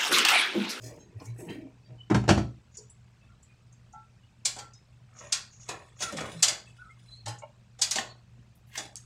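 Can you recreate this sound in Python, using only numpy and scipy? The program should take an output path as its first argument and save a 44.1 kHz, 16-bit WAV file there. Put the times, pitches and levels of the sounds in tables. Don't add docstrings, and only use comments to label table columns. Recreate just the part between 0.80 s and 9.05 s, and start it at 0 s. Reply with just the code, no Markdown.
import sys
import numpy as np
from scipy import signal
from scipy.fft import rfft, irfft, next_fast_len
from scipy.io import wavfile
from scipy.ndimage import uniform_filter1d

SR = 44100
rng = np.random.default_rng(int(sys.argv[2]) if len(sys.argv) > 2 else 0)


def write(x):
    x = np.atleast_2d(x).T
    wavfile.write(sys.argv[1], SR, np.round(np.clip(x, -1, 1) * 32767).astype(np.int16))


N = 363825
TIME = np.arange(N) / SR
CUTOFF_HZ = 15900

# f/Hz, level/dB
AIR_SPECTRUM = [(18, -49.5), (30, -24), (53, -2.5), (90, -3.5), (124, -6), (232, -10), (271, -34.5),
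                (447, -25.5), (496, -27), (628, -25), (1490, -32.5), (2100, -40), (2590, -23.5),
                (2950, -42.5), (15800, -58.5)]
# f/Hz, level/dB
HISS_SPECTRUM = [(200, 3), (700, 0.5), (2000, -3), (5000, -8), (8000, -10.5), (10000, -24), (15800, -32)]
# peak t/s, level/dB, rise/s, fall/s
GRIP_STROKES = [(0.039, -52, 1, 0.69), (0.41, -49.5, 0.029, 0.13), (0.605, -48.5, 0.05, 0.12),
                (0.7, -43.5, 0.042, 0.2), (1.116, -56.5, 0.1, 0.13)]
# f/Hz, level/dB
RUB_SPECTRUM = [(76, -31.5), (130, -4.5), (145, -11.5), (184, 6), (345, -5.5), (494, -12), (657, -10.5),
                (1160, -23), (2500, -20), (3250, -48), (5500, -120)]
# t/s, level/dB, centre f/Hz
LIGHT_TICKS = [(0.038, -56.5, 6250), (0.398, -59, 5300), (0.457, -57, 6470), (0.6866, -49, 2703),
               (1.9697, -44, 6700), (1.983, -54, 5400), (2.098, -55.5, 7890), (2.627, -61, 7280),
               (2.924, -63.5, 6690), (3.125, -63, 6400), (3.934, -58, 5880), (6.5835, -55, 6980),
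               (8.165, -45, 6715)]
# peak t/s, level/dB,
# centre f/Hz, rise/s, fall/s
SWISH_STROKES = [(0.044, -47.5, 5930, .045, 0.13), (0.403, -62, 2533, .015, 0.079),
                 (0.46, -54, 6610, 0.065, 0.042), (0.602, -48.5, 8210, 0.045, 0.094),
                 (0.705, -52.5, 2220, 0.03, 0.13), (7.756, -67, 11540, .008, 0.044),
                 (7.876, -70, 10340, 0.016, 0.072), (7.959, -41.5, 2200, 0.048, 0.063)]
# peak t/s, level/dB, length/s, f/Hz
BENCH_LOADS = [(0.053, -46, 0.065, 115.8), (0.37, -38.5, 0.024, 107.4), (0.504, -37.5, 0.05, 118),
               (1.119, -47, 0.05, 120.5), (4.261, -53, 0.032, 121.4), (5.402, -41, .06, 158.6),
               (5.579, -41, 0.048, 163.7), (6.491, -39.5, 0.06, 111.7)]
# t/s, f/Hz, level/dB
GRAZES = [(0.09, 547, -59), (0.19, 6475, -62.5), (0.399, 1038, -56.5), (0.46, 2255, -62),
          (0.484, 3990, -70), (0.69, 3146, -54.5), (1.043, 4663, -69.5), (1.972, 427.8, -57.5),
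          (2.408, 2620, -69), (2.48, 1371, -67.5), (2.681, 2453, -69.5), (3.42, 2887, -72),
          (3.935, 5141, -63.5), (6.462, 5036, -55), (6.475, 832, -46.5), (6.99, 781, -56)]
# t/s, level/dB, centre f/Hz
PANE_NUDGES = [(0.399, -51.5, 950), (3.132, -37.5, 1065), (3.761, -37, 630), (3.795, -41.5, 970)]
# f/Hz, level/dB, t60/s
PANE_LOW_MODES = [(619, 2, 0.045), (740, 1.5, 0.066), (820, 2, 0.15), (868, 1, 0.17), (1260, -5.5, 0.085),
                  (1350, -0.5, 0.23), (1490, -7, 0.17), (2013, -8, 0.13), (2200, -0.5, 0.18),
                  (2820, 0.5, 0.17)]
# t/s, clatter level/dB, thud level/dB
BENCH_LANDINGS = [(0.693, -63, -47), (1.2999, -47.5, -30.5), (1.3106, -49, -21.5), (1.345, -37, -22),
                  (1.438, -57.5, -42.5), (1.479, -40, -28), (1.4896, -26.5, -20), (1.503, -33, -20.5),
                  (1.576, -44.5, -24.5), (2.4344, -76.5, -64.5), (7.5794, -96.5, -54)]
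# f/Hz, level/dB
BENCH_SPECTRUM = [(75, -9.5), (118, -2), (278, -9), (320, 1), (497, -20.5), (688, -9.5), (1200, -22),
                  (1350, -19.5), (1740, -22.5), (2650, -22.5), (6870, -22.5), (15500, -61)]
# f/Hz, t60/s
BENCH_DECAY = [(100, 0.13), (800, 0.076), (8000, 0.12)]
# f/Hz, level/dB, t60/s
BOOM_MODES = [(66.4, 0.5, 0.44), (111, 1, 0.2), (122.16, 8, 0.37), (170, -10.5, 0.15), (203, 3.5, 0.31),
              (263, -11.5, 0.2), (305.6, 11, 0.12), (343, -4.5, 0.13), (357, -8.5, 0.14), (435, -21, 0.33)]
# f/Hz, level/dB, t60/s
RATTLE_MODES = [(557.5, -2.5, 0.23), (693, -2.5, 0.15), (783, 1, 0.14), (900, -2, 0.13), (993, -1.5, 0.17),
                (1317, 6.5, 0.2), (1389, 2, .11), (1580, -6, 0.12)]
# t/s, f/Hz, level/dB, length/s
SQUEALS = [(1.179, 3000, -55, 0.065), (5.217, 1350, -40, 0.096), (5.855, 2615, -62, .06),
           (5.977, 1448, -56.5, 0.089), (6.011, 1310, -56.5, 0.13), (6.091, 2095, -55.5, 0.039),
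           (6.277, 4020, -55, .13), (6.3, 4234, -58, .13), (7.29, 4340, -53.5, 0.049)]
# t/s, level/dB
GRIT_SNAPS = [(1.345, -30), (1.4898, -27), (3.6548, -26), (5.325, -25.5), (4.5255, -22.5), (5.627, -8),
              (5.681, -28.5), (7.1105, -11), (7.185, -27), (8.157, -19)]
# peak t/s, level/dB, rise/s, fall/s
CHAFE_STROKES = [(1.956, -57, 0.041, .03), (4.4, -51.5, 0.058, .14), (4.47, -60, .05, .2),
                 (4.73, -54, .025, .1), (4.81, -50, .018, .14), (5.226, -37, .035, .06)]
# f/Hz, level/dB
CHAFE_SPECTRUM = [(2500, -16), (4800, -10.5), (6300, 1), (7000, 2), (7700, -16.5), (13000, -41)]
# peak t/s, grit level/dB, judder level/dB, rise/s, fall/s
SLIDE_STROKES = [(4.405, -62.5, -49.5, 0.11, 0.14), (4.46, -66, -49.5, 0.054, 0.11),
                 (4.903, -47, -47, 0.052, 0.039), (5.03, -68.5, -66.5, 0.25, 0.81),
                 (5.23, -35, -47.5, 0.027, 0.058), (5.412, -44, -37, 0.15, 0.14),
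                 (5.601, -52, -59.5, 0.14, 0.1), (5.9, -68.5, -75, 0.11, 0.93),
                 (6.34, -64.5, -75, .15, 0.054), (7.982, -38, -44.5, 0.047, 0.082)]
# f/Hz, level/dB
GRIT_SPECTRUM = [(2000, -7.5), (3400, 0.5), (5000, -5), (6700, -4), (8000, -1.5), (10000, -18),
                 (15800, -33.5)]
# f/Hz, level/dB
JUDDER_SPECTRUM = [(76, -30.5), (130, -12.5), (392, -17), (441, -10.5), (637, -5), (756, -4.5),
                   (817, -11.5), (1290, -4.5), (2200, -7.5), (3200, -18), (6600, -59)]
# t/s, clink level/dB, thud level/dB
PANE_BLOWS = [(3.652, -24, -60.5), (3.762, -50, -56), (3.7852, -43, -67), (4.523, -23.5, -61),
              (4.888, -38, -45), (5.204, -40, -57.5), (5.22, -36.5, -54), (5.325, -48.5, -42.5),
              (5.368, -41, -56.5), (5.405, -44.5, -41), (5.626, -17, -55.5), (5.68, -25, -54),
              (6.459, -42, -59.5), (6.4789, -41, -63.5), (6.989, -50.5, -65), (7.0158, -21.5, -64),
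              (7.1104, -27.5, -62.5), (7.156, -30, -46), (7.186, -38, -58), (7.975, -35, -53.5),
              (8.159, -56, -76)]
# f/Hz, level/dB
PANE_SPECTRUM = [(100, -18), (280, -10.5), (620, -4.5), (780, -3.5), (1140, -8.5), (1400, -5.5),
                 (2000, -5.5), (3400, -1), (4800, 5.5), (6100, 7), (7500, 7.5), (9000, -1.5), (10500, -13),
                 (15800, -35)]
# f/Hz, t60/s
PANE_DECAY = [(200, 0.42), (1400, 0.34), (5000, 0.1), (9000, 0.09), (14000, 0.15)]
# f/Hz, level/dB, t60/s
PANE_HIGH_MODES = [(3390, -1.5, 0.17), (4034, -2.5, 0.12), (4750, -1, 0.12), (4930, -2, .13),
                   (5750, 0.5, 0.11), (5970, 2, 0.09), (6810, -0.5, 0.094), (7200, 2, 0.09),
                   (7800, 1.5, 0.09)]
# t/s, level/dB, centre f/Hz
HAMMER_KNOCKS = [(6.469, -42, 904), (6.62, -49.5, 1004), (6.632, -42, 607)]
# f/Hz, level/dB, t60/s
HAMMER_MODES = [(554.5, -4.5, 0.057), (622, 0.5, 0.058), (713, -14, 0.02), (802, -2, 0.06),
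                (894, -2.5, 0.067), (1060, -10, 0.063), (1370, -9, 0.073), (2200, -3, 0.074),
                (2300, -7, 0.11), (2830, 0, 0.05)]
# t/s, level/dB, centre f/Hz
CUTTER_KNOCKS = [(7.157, -43, 1003), (7.185, -29.5, 1986)]
# f/Hz, level/dB, t60/s
CUTTER_MODES = [(234, -5, 0.12), (322, -11.5, 0.26), (778, -3.5, 0.057), (1067, -3.5, 0.14),
                (1502, -4.5, 0.038), (1816, 3, 0.04), (2020, -4, 0.05), (2620, 1, 0.02), (2967, 6, 0.014),
                (3300, 5.5, 0.013), (4020, -13.5, 0.38), (4550, -15, 0.11)]
# f/Hz, t60/s
ROOM_DECAY = [(120, 0.4), (600, 0.31), (1500, 0.25), (4000, 0.33), (8000, 0.25), (14000, 0.27)]


def from_db(db):
    return 10 ** (np.asarray(db) / 20)


def at_hz(table, hz):
    table = np.array(table)
    return np.interp(np.log(hz), np.log(table[:, 0]), table[:, 1])


def add(out, start_s, sound):
    start = max(int(start_s * SR), 0)
    out[start:start + len(sound)] += sound[:N - start]


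def at_level(sound, db):
    return sound * from_db(db) / np.sqrt(np.mean(sound[:SR // 50] ** 2) + 1e-20)


def drift(rate_hz):
    knots = rng.standard_normal(4000)
    return np.interp(TIME * rate_hz, np.arange(len(knots)), knots)


def uneven(hz, width_hz):
    knots = np.clip(rng.standard_normal(2000), -1.6, 1.6)
    return np.interp(hz / width_hz + 6 * np.log(1 + hz / 200), np.arange(len(knots)), knots)


def coloured(x, spectrum):
    size = next_fast_len(N)
    hz = np.maximum(np.fft.rfftfreq(size, 1 / SR), 1)
    shaped = irfft(rfft(x, size) * from_db(at_hz(spectrum, hz)), size)[:N]
    return shaped / np.sqrt(np.mean(shaped ** 2) + 1e-20)


def wavering(hz, wobble_hz, rate_hz):
    return np.sqrt(2) * np.sin(2 * np.pi * np.cumsum(hz + wobble_hz * drift(rate_hz)) / SR)


def stroke(peak_s, db, rise_s, fall_s, depth_db=22.5):
    distance = np.maximum((peak_s - TIME) / rise_s, (TIME - peak_s) / fall_s)
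    return from_db(db - depth_db * np.minimum(distance, 10))


def ringing(hz, t60_s):
    t = TIME[:SR // 3].astype("float32")
    phase = np.outer(2 * np.pi * hz, t).astype("float32")
    decay = np.outer(np.log(1000) / t60_s, t).astype("float32")
    return np.sin(phase) * np.exp(-decay)


def strike_modes(blows, modes, vary_db, focus_db_per_oct, rise_s):
    hz, mode_db, t60_s = np.transpose(modes)
    rings, out = ringing(hz, t60_s), np.zeros(N)
    attack = 1 - np.exp(-TIME[:rings.shape[1]] / rise_s)
    signs = (-1) ** np.arange(len(hz))
    for s, db, centre_hz in blows:
        octaves = np.abs(np.log2(hz / centre_hz))
        weights = from_db(mode_db + vary_db * rng.standard_normal(len(hz)) - focus_db_per_oct * octaves)
        add(out, s, at_level(attack * ((signs * weights) @ rings), db))
    return out


def strike_plate(blows, spectrum, decay, contact_s, knock_db, mode_count, uneven_db=4.5):
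    hz = 80 + 15500 * ((np.arange(mode_count) + rng.random(mode_count)) / mode_count) ** 1.5
    t60_scatter = from_db(np.clip(rng.normal(0, 0.95, mode_count), -2, 2))
    rings = ringing(hz, at_hz(decay, hz) * t60_scatter)
    zone_edges_hz, zone_centres_hz = (500, 2500), (280, 1300, 5000)
    zones = np.digitize(hz, zone_edges_hz) == np.arange(3)[:, None]
    base = from_db(at_hz(spectrum, hz)) * hz ** (1 / 6)
    t, onset, out = TIME[:rings.shape[1]], slice(SR // 50), np.zeros(N)
    seating = np.minimum((t + 1e-4) / contact_s, 1) ** 2
    for s, top_db, thud_db in blows:
        ripple_db = uneven_db * np.clip(-top_db / 25, .6, 1.4)
        weights = base * rng.choice([-1, 1], mode_count) * from_db(ripple_db * uneven(hz, width_hz=130))
        zone_db = np.array([thud_db, (thud_db + top_db) / 2 + knock_db, top_db])
        for _ in range(3):
            early = (zones * weights).astype("float32") @ rings[:, onset] * seating[onset]
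            tilt_db = zone_db - 10 * np.log10(np.mean(early ** 2, axis=1) + 1e-20)
            weights = weights * from_db(np.interp(np.log(hz), np.log(zone_centres_hz), tilt_db))
        add(out, s - contact_s * 0.45, weights.astype("float32") @ rings * seating)
    return out


def friction(spectrum, slips_per_s, spread_db, t60_s, uneven_db):
    sizes = from_db(spread_db * np.minimum(rng.exponential(1, N), 4)) * rng.standard_normal(N)
    impulses = sizes * (rng.random(N) < slips_per_s / SR)
    t = TIME[:SR // 5]
    ring = rng.standard_normal(len(t)) * from_db(-60 * t / t60_s)
    slips = signal.fftconvolve(impulses, ring)[:N]
    hz, out = np.arange(30, 20000, 40), 0
    travel_rad = 2 * np.pi * 4 * TIME + drift(8.7)
    for phase in np.linspace(0, 2 * np.pi, 4, endpoint=False):
        colour = np.transpose([hz, at_hz(spectrum, hz) + uneven_db * uneven(hz, width_hz=170)])
        out += np.maximum(np.cos(travel_rad + phase), 0) * coloured(slips, colour)
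    return out


def background(hum_hz=120):
    air = from_db(-60) * coloured(rng.standard_normal(N), AIR_SPECTRUM)
    hiss = from_db(-64) * coloured(rng.standard_normal(N), HISS_SPECTRUM)
    hum_rms = from_db(-58.5 + 5 * np.tanh(drift(15)))
    hum = hum_rms * np.sqrt(2) * np.sin(2 * np.pi * hum_hz * TIME + 0.29 * drift(6.9))
    return air + hiss + hum


def grip_rub():
    grip = sum(stroke(*row) for row in GRIP_STROKES)
    return grip * friction(RUB_SPECTRUM, slips_per_s=900, spread_db=3.5, t60_s=0.15, uneven_db=7)


def ticks(log_spread=0.22, t60_s=0.074, rise_s=0.0026, mode_count=12):
    out = np.zeros(N)
    for s, db, centre_hz in LIGHT_TICKS:
        offsets = np.append(0, rng.standard_normal(mode_count - 1))
        hz = np.minimum(centre_hz * np.exp(log_spread * offsets), CUTOFF_HZ)
        weights = rng.choice([-1, 1], mode_count) * np.exp(-np.abs(offsets))
        ring = weights @ ringing(hz, np.full(mode_count, t60_s))
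        attack = 1 - np.exp(-TIME[:len(ring)] / rise_s)
        add(out, s, at_level(ring * attack, db))
    return out


def swishes(width_oct=0.79, flutter_db=3.5, uneven_db=7.5):
    fibres = rng.standard_normal(N) * from_db(flutter_db * drift(140))
    hz, out = np.arange(30, 20000, 40), 0
    for s, db, centre_hz, rise_s, fall_s in SWISH_STROKES:
        bell_db = -15.5 * np.log10(1 + (2 * np.log2(hz / centre_hz) / width_oct) ** 2)
        colour = np.transpose([hz, bell_db + uneven_db * uneven(hz, width_hz=130)])
        out += stroke(s, db, rise_s, fall_s) * coloured(fibres, colour)
    return out


def bench_hum():
    out = 0
    for s, db, length_s, hz in BENCH_LOADS:
        load = np.exp(-2 * ((TIME - s) / length_s) ** 2)
        out += from_db(db) * load * wavering(hz, wobble_hz=5, rate_hz=40)
    return out


def pings(t60_s=0.19, rise_s=0.022, beat_hz=46.36, log_spread=0.3):
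    out = np.zeros(N)
    for s, hz, db in GRAZES:
        faint_hz = np.minimum(hz * np.exp(log_spread * rng.standard_normal(4)), CUTOFF_HZ)
        note, neighbour, *faint = ringing(np.append([hz, hz + beat_hz], faint_hz), np.full(6, t60_s))
        ring = note + from_db(-6.5) * neighbour + from_db(-12) * sum(faint)
        attack = 1 - np.exp(-TIME[:len(ring)] / rise_s)
        add(out, s, at_level(ring * attack, db))
    return out


def pane_nudges():
    ring = strike_modes(PANE_NUDGES, PANE_LOW_MODES, vary_db=5, focus_db_per_oct=20.5, rise_s=0.12)
    return from_db(-12) * ring


def frame_drag(start_s=0.58, end_s=0.89, edge_s=0.029, start_hz=386, rest_hz=286, sink_s=0.067):
    age_s = np.maximum(TIME - start_s, 0)
    hz = rest_hz + (start_hz - rest_hz) * np.exp(-age_s / sink_s)
    phase = 2 * np.pi * np.cumsum(hz) / SR
    note = drift(120) * np.cos(phase) + drift(130) * np.sin(phase)
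    gate = np.clip(np.minimum(age_s, end_s - TIME) / edge_s, 0, 1)
    return gate * from_db(-41.5 - 14.5 * age_s) * note


def frame_landings(rebound_s=0.0116, clatter_loss_db=13, thud_loss_db=6.5):
    touches = [(s + k * rebound_s, clatter_db - k * clatter_loss_db, thud_db - k * thud_loss_db)
               for s, clatter_db, thud_db in BENCH_LANDINGS for k in range(3)]
    thuds = [(s, thud_db, 200) for s, _, thud_db in BENCH_LANDINGS]
    knocks = [(s, (clatter_db + thud_db) / 2, 800) for s, clatter_db, thud_db in BENCH_LANDINGS]
    clatter = strike_plate(touches, BENCH_SPECTRUM, BENCH_DECAY,
                           contact_s=0.003, knock_db=2.5, mode_count=600)
    boom = strike_modes(thuds, BOOM_MODES, vary_db=0, focus_db_per_oct=-0.5, rise_s=0.0041)
    rattle = strike_modes(knocks, RATTLE_MODES, vary_db=1.5, focus_db_per_oct=4, rise_s=0.003)
    return clatter + from_db(-5.5) * boom + from_db(-8) * rattle


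def squeaks(flutter_db=4):
    out = np.zeros(N)
    for s, hz, db, length_s in SQUEALS:
        swell = np.sin(np.pi * np.clip((TIME - s) / length_s, 0, 1))
        out += from_db(db) * swell * wavering(hz, wobble_hz=42, rate_hz=110)
    return out * from_db(flutter_db * drift(90))


def snaps(t60_s=0.0061, band_hz=(5483, 9100)):
    t, out = TIME[:SR // 10], np.zeros(N)
    for s, db in GRIT_SNAPS:
        add(out, s, rng.standard_normal(len(t)) * from_db(db - 60 * t / t60_s))
    return signal.sosfilt(signal.butter(2, band_hz, "band", fs=SR, output="sos"), out)


def sliding():
    grit_gain = sum(stroke(s, db, rise_s, fall_s) for s, db, _, rise_s, fall_s in SLIDE_STROKES)
    chafe_gain = sum(stroke(*row) for row in CHAFE_STROKES)
    judder_gain = sum(stroke(s, db, rise_s, fall_s) for s, _, db, rise_s, fall_s in SLIDE_STROKES)
    grit = friction(GRIT_SPECTRUM, slips_per_s=1500, spread_db=7.1, t60_s=0.14, uneven_db=10.5)
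    chafe = friction(CHAFE_SPECTRUM, slips_per_s=1300, spread_db=6.2, t60_s=0.053, uneven_db=4)
    judder = friction(JUDDER_SPECTRUM, slips_per_s=350, spread_db=4.3, t60_s=0.05, uneven_db=10)
    return grit_gain * grit + chafe_gain * chafe + judder_gain * judder


def pane_clacks():
    clacks = strike_plate(PANE_BLOWS, PANE_SPECTRUM, PANE_DECAY,
                          contact_s=0.007, knock_db=2, mode_count=1400)
    high_blows = [(s, clink_db, 6000) for s, clink_db, _ in PANE_BLOWS]
    clinks = strike_modes(high_blows, PANE_HIGH_MODES, vary_db=7, focus_db_per_oct=-1, rise_s=0.042)
    return clacks + from_db(-16.5) * clinks


def hammer():
    return strike_modes(HAMMER_KNOCKS, HAMMER_MODES, vary_db=2, focus_db_per_oct=6.5, rise_s=0.00279)


def cutter():
    return strike_modes(CUTTER_KNOCKS, CUTTER_MODES, vary_db=3.5, focus_db_per_oct=-0.5, rise_s=0.00017)


def reflections(x, gap_s=0.0034):
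    t, tail = TIME[:SR * 3 // 4], 0
    edges_hz = np.geomspace(50, 18000, 15)
    for low_hz, high_hz in zip(edges_hz, edges_hz[1:]):
        bandpass = signal.butter(4, [low_hz, high_hz], "band", fs=SR, output="sos")
        t60_s = at_hz(ROOM_DECAY, np.sqrt(low_hz * high_hz))
        tail += signal.sosfilt(bandpass, rng.standard_normal(len(t))) * from_db(-60 * t / t60_s)
    tail *= np.clip(t / gap_s - 1, 0, 1)
    return signal.fftconvolve(x, tail / np.sqrt(np.sum(tail ** 2)))[:N]


def suppress(x, depth_db, threshold_db, release_s):
    hz, frame_s, cells = signal.stft(x, SR, nperseg=512, noverlap=384)
    power = uniform_filter1d(np.abs(cells) ** 2, size=3, axis=-2)
    floor = np.percentile(power, 35, axis=-1, keepdims=True)
    excess = (power / (floor * from_db(threshold_db) ** 2 + 1e-20)) ** 2
    log_opening = np.log(excess / (1 + excess) + 1e-9)
    release = frame_s / release_s
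    opening = np.exp(np.maximum.accumulate(log_opening + release, axis=-1) - release)
    cut_db = depth_db * (1 - opening) * np.clip(hz / 500, 0, 1)[:, None]
    return signal.istft(cells * from_db(-cut_db), SR, nperseg=512, noverlap=384)[1][:, :N]


def scene():
    wood = frame_landings() + bench_hum()
    contacts = pane_clacks() + pane_nudges() + ticks() + snaps() + pings() + cutter() + hammer()
    rubbing = sliding() + squeaks() + frame_drag() + grip_rub() + swishes()
    highpass = signal.butter(2, 58, "high", fs=SR, output="sos")
    work = signal.sosfilt(highpass, wood + contacts + rubbing)
    return (work + from_db(-9.5) * reflections(work) + background())[None]


def record(dry):
    quiet = suppress(dry, depth_db=8, threshold_db=4, release_s=0.002)
    return signal.sosfilt(signal.ellip(10, .1, 70, CUTOFF_HZ, fs=SR, output="sos"), quiet)


dry = scene()
out = record(dry)
write(out)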